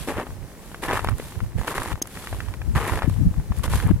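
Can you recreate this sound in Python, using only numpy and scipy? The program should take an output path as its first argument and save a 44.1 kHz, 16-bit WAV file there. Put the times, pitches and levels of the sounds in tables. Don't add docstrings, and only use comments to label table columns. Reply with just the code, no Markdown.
import sys
import numpy as np
from scipy import signal
from scipy.fft import rfft, irfft
from scipy.io import wavfile
from scipy.ndimage import uniform_filter1d

SR = 44100
rng = np.random.default_rng(int(sys.argv[2]) if len(sys.argv) > 2 else 0)


def dump_mix(stems):
    frames = np.atleast_2d(stems).T
    limited = np.clip(frames, -1, 1)
    pcm = np.round(limited * 32767).astype(np.int16)
    wavfile.write(sys.argv[1], SR, pcm)


def how_loud(loudness_db):
    steps = np.asarray(loudness_db, float) / 20
    return 10 ** steps


N = 176400

# start in seconds, length in seconds, crust level in dB,
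# deep crush in dB relative to the crust, fine spray in dB relative to the crust.
PUSHES = [(0.072, 0.051, -33.5, 4.5, -11), (0.125, 0.045, -39.5, -18, -14.5),
          (0.163, 0.07, -34.5, 3.5, -18.5), (0.254, 0.036, -60.5, 10, -3), (0.818, 0.054, -31, -4, -11),
          (0.878, 0.056, -27.5, -4.5, -19.5), (0.928, 0.054, -29, -12, -12.5), (0.983, 0.13, -43, -1.5, -9),
          (1.574, 0.14, -43.5, -3, -8.5), (1.667, 0.067, -34.5, -0.5, -7.5), (1.745, 0.041, -31.5, -5, -10),
          (1.793, 0.14, -38, 0, -7.5), (2.138, 0.41, -51.5, -4.5, -15), (2.748, 0.13, -28, -7.5, -15.5),
          (2.874, 0.11, -33.5, -1.5, -11), (2.982, 0.037, -39.5, -10, -15), (3.021, 0.039, -34.5, 2, -21),
          (3.632, 0.03, -31, -0.5, -6), (3.697, 0.13, -38, -8, -18), (3.823, 0.089, -39, 2, -14.5)]
# start in seconds, length in seconds, level in dB.
SWISHES = [(-.06, 0.18, -42.5), (0.606, 0.25, -55), (1.139, 0.32, -48.5), (2.033, 0.58, -48),
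           (3.047, 0.21, -55), (3.537, 0.13, -51.5), (3.688, 0.18, -39.5)]
# frequency in Hz, level in dB.
CRUST = [(150, 1.5), (500, -7.5), (950, 2), (1400, -5), (1800, 2), (3000, -7.5), (6000, -34.5), (9000, -70)]
# frequency in Hz, level in dB.
SPRAY = [(1500, 3), (3500, 2.5), (5500, -3.5), (10500, 1), (13500, -4), (16000, -25)]
# time in seconds, peak in dB, pitch in Hz.
CRACKS = [(0.267, -26, 770), (0.744, -21.5, 1290), (0.992, -13.5, 1080), (1.045, -12, 910),
          (1.086, -11.5, 1220), (1.403, -23.5, 1200), (1.679, -11, 1720), (1.818, -17, 1130),
          (1.917, -20, 1100), (2.171, -23, 1900), (2.271, -17.5, 1760), (2.327, -19.5, 710),
          (2.403, -17.5, 1830), (2.538, -21.5, 2170), (2.616, -23, 1560), (2.989, -17, 1175),
          (3.02, -12.5, 1020), (3.031, -17, 980), (3.34, -32, 1020), (3.519, -22.5, 980),
          (1.197, -21, 464), (1.583, -25, 513)]
# time in seconds, peak in dB, pitch in Hz.
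TICKS = [(0.17, -23, 910), (0.197, -13, 821), (0.304, -28, 1110), (0.715, -26, 867), (0.836, -10.5, 970),
         (0.882, -19, 1270), (0.899, -12, 945), (0.91, -5, 920), (0.929, -18, 1010), (0.942, -11, 907),
         (0.955, -10, 960), (1.072, -12.5, 1320), (1.117, -23, 1310), (1.125, -24, 1140),
         (1.185, -25, 1170), (1.223, -28, 950), (1.321, -24, 1220), (1.353, -28.5, 867), (1.436, -33, 961),
         (1.461, -31, 1170), (1.613, -17.5, 930), (1.651, -25, 891), (1.712, -16.5, 953),
         (1.741, -16.5, 1160), (1.771, -18, 1100), (1.78, -8, 1150), (1.798, -19, 1070), (1.858, -15, 904),
         (1.927, -19, 1860), (1.955, -20, 1130), (1.976, -27, 802), (2.055, -24, 1160), (2.074, -26, 1760),
         (2.154, -23.5, 1900), (2.223, -32, 1670), (2.239, -23, 1170), (2.345, -24, 899),
         (2.461, -30, 1600), (2.484, -22, 1140), (2.935, -13.5, 896), (2.974, -11.5, 1020),
         (3.097, -21.5, 1070), (3.125, -35, 960), (3.162, -31, 860), (3.398, -29, 1020), (3.437, -39, 837),
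         (3.593, -24, 1070), (3.678, -19, 937), (3.735, -10.5, 980), (3.8, -13, 1750), (3.881, -25, 1010),
         (3.894, -23, 830), (3.962, -34, 921)]
# time in seconds, peak in dB.
SNAPS = [(1.0445, -23.5), (1.0934, -27), (1.1827, -27), (1.6746, -22), (1.8327, -23.5), (2.0722, -26.5),
         (2.8764, -21), (3.0959, -31), (3.5678, -31), (3.5867, -26.5), (3.8726, -27)]
# frequency in Hz, left over right in dB.
LEAN = [(700, .5), (2900, 6), (8000, -3.5)]
# time in seconds, width in seconds, level in dB.
LEFT_GUSTS = [(0.166, 0.044, -31), (0.302, 0.056, -32), (1.07, 0.01, -17.5), (1.202, 0.0063, -28),
              (1.429, 0.022, -16.5), (1.531, 0.066, -30), (1.937, 0.031, -19.5), (2.338, 0.047, -25),
              (2.692, 0.061, -17), (2.955, 0.026, -26), (3.082, 0.023, -11.5), (3.129, 0.07, -19.5),
              (3.213, 0.058, -13.5), (3.265, 0.016, -14), (3.313, 0.0071, -13.5), (3.388, 0.023, -14),
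              (3.512, 0.015, -11), (3.594, 0.035, -16.5), (3.707, 0.02, -19), (3.753, 0.021, -11.5),
              (3.866, 0.018, -11), (3.909, 0.022, -6), (3.957, 0.022, -17), (1.02, 0.079, -26.5),
              (2.59, 0.065, -27), (2.78, 0.12, -21), (3.045, 0.013, -13)]
# time in seconds, width in seconds, level in dB.
RIGHT_GUSTS = [(0.174, 0.015, -25), (0.334, 0.035, -31.5), (0.947, 0.042, -32), (1.106, 0.07, -17),
               (1.186, 0.025, -38), (1.377, 0.025, -21), (1.451, 0.055, -25), (1.557, 0.017, -15.5),
               (1.882, 0.034, -30), (2.319, 0.1, -38), (2.439, 0.13, -25.5), (2.763, 0.021, -12),
               (3.111, 0.018, -20), (3.277, 0.018, -8.5), (3.389, 0.083, -27.5), (3.524, 0.0087, -28),
               (3.642, 0.0082, -23), (3.781, 0.14, -20), (3.847, 0.022, -13.5), (3.94, 0.023, -11),
               (1.599, 0.039, -18), (2.699, 0.04, -23), (3.198, 0.038, -23.5), (0.453, 0.029, -32.5)]
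# time in seconds, level in dB.
BREEZE = [(0, -38), (.6, -44.5), (1.1, -30), (1.25, -38.5), (1.6, -40), (2.1, -42.5), (3.3, -27.5),
          (4, -28)]
# time in seconds, width in seconds, level in dB, pitch in Hz.
FLAPS = [(3.079, 0.0044, -12.5, 234), (3.221, 0.037, -24, 153), (3.222, 0.019, -23.5, 273),
         (3.268, 0.019, -12.5, 160), (3.386, 0.018, -23.5, 144), (2.761, 0.03, -27, 151),
         (3.914, 0.0042, -10, 257)]
# frequency in Hz, level in dB, 60 dB decay in seconds.
CLICK_MODES = [(3290, -10.5, 0.013), (5190, -14, 0.048), (6450, -20, 0.062), (6440, 5, 0.02),
               (9800, -11, .027), (11480, -3, 0.012)]
# start in seconds, length in seconds, from Hz, to Hz, level in dB.
BIRDS = [
    (.578, .03, 6500, 8200, -58),
    (1.592, .035, 7200, 6500, -53),
    (2.718, .035, 10300, 6500, -54),
]
# frequency in Hz, level in dB.
AIR = [(88, -13.5), (150, -4), (182, -5), (448, -11.5), (566, -14), (2450, -29.5), (11000, -28.5),
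       (16000, -34)]

PORT_LAG_S, PORT_SPREAD_S = 0.00013, 0.00009
PORTS_PART_HZ = 1950


def evened(x):
    return x / np.sqrt(np.mean(x ** 2) + 1e-20)


def read(points, hz):
    f, value = np.transpose(points)
    return np.interp(np.log(hz + 1), np.log(f + 1), value)


def add(mix, s, sound):
    at = round(s * SR)
    sound = sound[..., max(-at, 0):]
    part = mix[..., max(at, 0):max(at, 0) + sound.shape[-1]]
    part += sound[..., :part.shape[-1]]


def colour(x, spectrum):
    hz = np.abs(np.fft.fftfreq(4096, 1 / SR))
    log_gain = read(spectrum, hz) * np.log(10) / 20
    taps = np.fft.ifft(np.exp(np.conj(signal.hilbert(log_gain)))).real[:2048]
    return signal.oaconvolve(x, taps[None], axes=1)[:, :x.shape[1]]


def ring(x, hz, width_hz):
    r = np.exp(-np.pi * width_hz / SR)
    return signal.lfilter([1, 0, -1], [1, -2 * r * np.cos(2 * np.pi * hz / SR), r * r], x)


def grains(per_s, spread_db):
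    size = how_loud(spread_db * np.minimum(rng.exponential(1, N), 3.8))
    size = size * (rng.random(N) < per_s / SR) * rng.choice([-1, 1], N)
    lag = np.round(SR * (PORT_LAG_S + PORT_SPREAD_S * rng.standard_normal(N))).astype(int)
    arrival = np.clip(np.arange(N) + lag, 0, N - 1)
    return np.array([np.bincount(arrival, size, N), size])


def flicker(seconds, depth_db):
    width = int(seconds * SR)
    swings = uniform_filter1d(uniform_filter1d(rng.standard_normal(N), width), width)
    return how_loud(depth_db * evened(swings))


def both_ports(sound):
    return np.array([np.roll(sound, round(PORT_LAG_S * SR)), sound])


def steps():
    rise_s, sag_db, release_s = 0.006, -2.5, 0.0084
    t = np.arange(N) / SR
    load, deep, spray = np.zeros((3, N))
    for start, length, db, deep_db, spray_db in PUSHES:
        u = t - start
        held = np.clip(u / rise_s, 0, 1) * how_loud(db + sag_db * np.clip(u / length, 0, 1))
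        after = np.maximum(u - length, 0)
        shape = held * (how_loud(-20 * after / release_s) + how_loud(-13 - 20 * after / 0.09))
        load += shape
        deep += how_loud(deep_db) * shape
        spray += how_loud(spray_db) * shape
    for start, length, db in SWISHES:
        u = np.clip((t - start) / length, 0, 1)
        spray += how_loud(db) * np.sin(np.pi * u ** 0.64) ** 1.74

    clumps = flicker(0.003, 2.6)
    crust = evened(colour(grains(1500, 1), CRUST))
    for hz in (880, 1050, 1200, 1750):
        plates = ring(ring(grains(170, 3.0), hz, 220), hz, hz)
        crust = crust + how_loud(-5) * evened(plates)
    crush = evened(ring(ring(grains(600, 2.14), 288, 380), 230, 570))
    fine = evened(colour(grains(9000, 0.83), SPRAY))
    out = load * evened(clumps * crust) + deep * evened(clumps * crush)
    return out + how_loud(5.0) * spray * evened(clumps ** 0.62 * fine)


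def cracks():
    ring_cycles, tail_db = 5.7, -12.5
    events = CRACKS
    out, t = np.zeros((2, N)), np.arange(900) / SR
    for (s, db, hz), noise in zip(events, rng.standard_normal((len(events), 900))):
        tone = np.sin(2 * np.pi * hz * t) * how_loud(-60 * t * hz / ring_cycles)
        crumble = evened(ring(ring(ring(noise, 1200, 970), 1150, 1800), 2560, 3500))
        tail = how_loud(tail_db) * crumble * how_loud(-60 * t / 0.023)
        add(out, s + 0.0011, both_ports(how_loud(db + 3.5) * (tone + tail)))
    return out


def ticks():
    ring_cycles, tick_db, grit_db = 5.4, -1.5, -9.5
    snap_s, snap_db = 0.004, 0.5
    out, t = np.zeros((2, N)), np.arange(900) / SR
    for (s, db, hz), noise in zip(TICKS, rng.standard_normal((len(TICKS), 900))):
        tone = np.sin(2 * np.pi * hz * t) * how_loud(-60 * t * hz / ring_cycles)
        grit = how_loud(grit_db - 60 * t / 0.013) * evened(ring(ring(noise, 1.47 * hz, 1200), 1200, 2200))
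        add(out, s + 0.00109, how_loud(db + tick_db) * both_ports(tone + grit))
    for (s, db), noise in zip(SNAPS, rng.standard_normal((len(SNAPS), 2, 900))):
        burst = evened(colour(noise, SPRAY) + ring(noise, 9800, 5000))
        add(out, s + 0.00051, how_loud(db + snap_db - 60 * t / snap_s) * burst)
    return out


def settling():
    sparse = colour(grains(34, 6.0), CRUST)
    patter = colour(grains(900, 4.0), CRUST)
    return how_loud(-54) * evened(how_loud(-4) * sparse + how_loud(-4) * patter)


def wind():
    s, db = np.transpose(BREEZE)
    band = signal.butter(3, (25, 130), "bandpass", fs=SR, output="sos")
    rumble = signal.sosfilt(band, rng.standard_normal((2, N)))
    lumps = [flicker(0.074, 2.3), flicker(0.039, 7.4)]
    out = how_loud(np.interp(np.arange(N) / SR, s, db)) * evened(rumble * lumps)
    t = np.arange(-6000, 6000) / SR
    for port, gusts in enumerate((LEFT_GUSTS, RIGHT_GUSTS)):
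        for (at, width, gust_db), noise in zip(gusts, rng.standard_normal((len(gusts), 12000))):
            shape = np.exp(-(t / (0.62 * width)) ** 2)
            sub, low, top = (evened(ring(ring(ring(noise, hz, hz), hz, hz / 2), hz, hz / 2))
                             for hz in (58, 82, 165))
            puff = shape * (how_loud(0.5) * sub + low + how_loud(-1.0 + 0.52 * gust_db) * top)
            level = np.sqrt(np.sum(shape ** 2) / np.sum(puff ** 2))
            add(out[port], at + t[0], how_loud(gust_db) * puff * level)
    return out


def flaps():
    out, t = np.zeros((2, N)), np.arange(-3000, 3000) / SR
    for at, width, db, hz in FLAPS:
        swing = np.exp(-(t / (0.7 * width)) ** 2) * np.sin(2 * np.pi * hz * t * (1 - 4.9 * t))
        add(out, at + t[0], how_loud([[db + 6.5], [db - 18]]) * swing)
    return out


def click():
    click_s, click_db, push_db = 2.022, -17, -18
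    out, t = np.zeros((2, N)), np.arange(3000) / SR
    modes = sum(how_loud(db - 60 * t / t60) * np.sin(2 * np.pi * hz * t) for hz, db, t60 in CLICK_MODES)
    rattle = np.sin(np.pi * np.minimum(t / 0.006, 1) ** 0.7)
    scrape = how_loud(-9.0) * rattle * evened(ring(rng.standard_normal((2, 3000)), 6500, 7200))
    ringing = modes * (rattle + 0.4 * np.minimum(t / 0.0064, 1))
    sound = (ringing + scrape) * how_loud([[click_db - 0.5], [click_db + 0.5]])
    add(out, click_s, sound)
    add(out, click_s - 0.0035, how_loud(-8) * sound)
    onset = np.sin(np.pi * np.minimum(t / 0.00059, 0.5))
    push = how_loud(push_db - 60 * t / 0.02) * onset * -np.cos(2 * np.pi * 300 * t)
    add(out, click_s - 0.0055, push)
    return out


def birds():
    out = np.zeros((2, N))
    for start, length, from_hz, to_hz, db in BIRDS:
        u = np.arange(0, 1, 1 / (length * SR))
        hz = to_hz + (from_hz - to_hz) * (1 - u) ** 1.5
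        whistle = np.sin(2 * np.pi * np.cumsum(hz) / SR)
        add(out, start, how_loud(db) * np.sin(np.pi * u) ** 0.5 * whistle)
    return out


def air():
    a, b = rng.standard_normal((2, N))
    apart = signal.sosfilt(signal.butter(1, 1200, "high", fs=SR, output="sos"), a - b)
    wash = evened(colour(np.array([b + apart, b]), AIR))
    dip = 1 - np.exp(-((np.arange(N) / SR - 2.008) / 0.007) ** 2)
    return dip * how_loud(-44.5) * wash * flicker(0.064, 0.97)


def scene():
    left, right = steps() + settling() + cracks() + ticks()
    around = np.tanh(wind() + flaps()) + click() + birds() + air()
    hz = np.fft.rfftfreq(N, 1 / SR)
    left = rfft(right) + rfft(left - right) / (1 + (PORTS_PART_HZ / (hz + 1)) ** 3)
    lean = how_loud(read(LEAN, hz) / 2)
    ground = irfft([left * lean, rfft(right) / lean], N)
    return ground + around


def band_limit(x):
    return signal.sosfilt(signal.butter(12, 15900, fs=SR, output="sos"), x)


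def record(dry):
    edge = signal.firwin(1023, 15950, window=("kaiser", 9), fs=SR)[None]
    mix = signal.oaconvolve(dry, edge, "same", axes=1)
    return band_limit(mix)


dry = scene()
out = record(dry)
dump_mix(out)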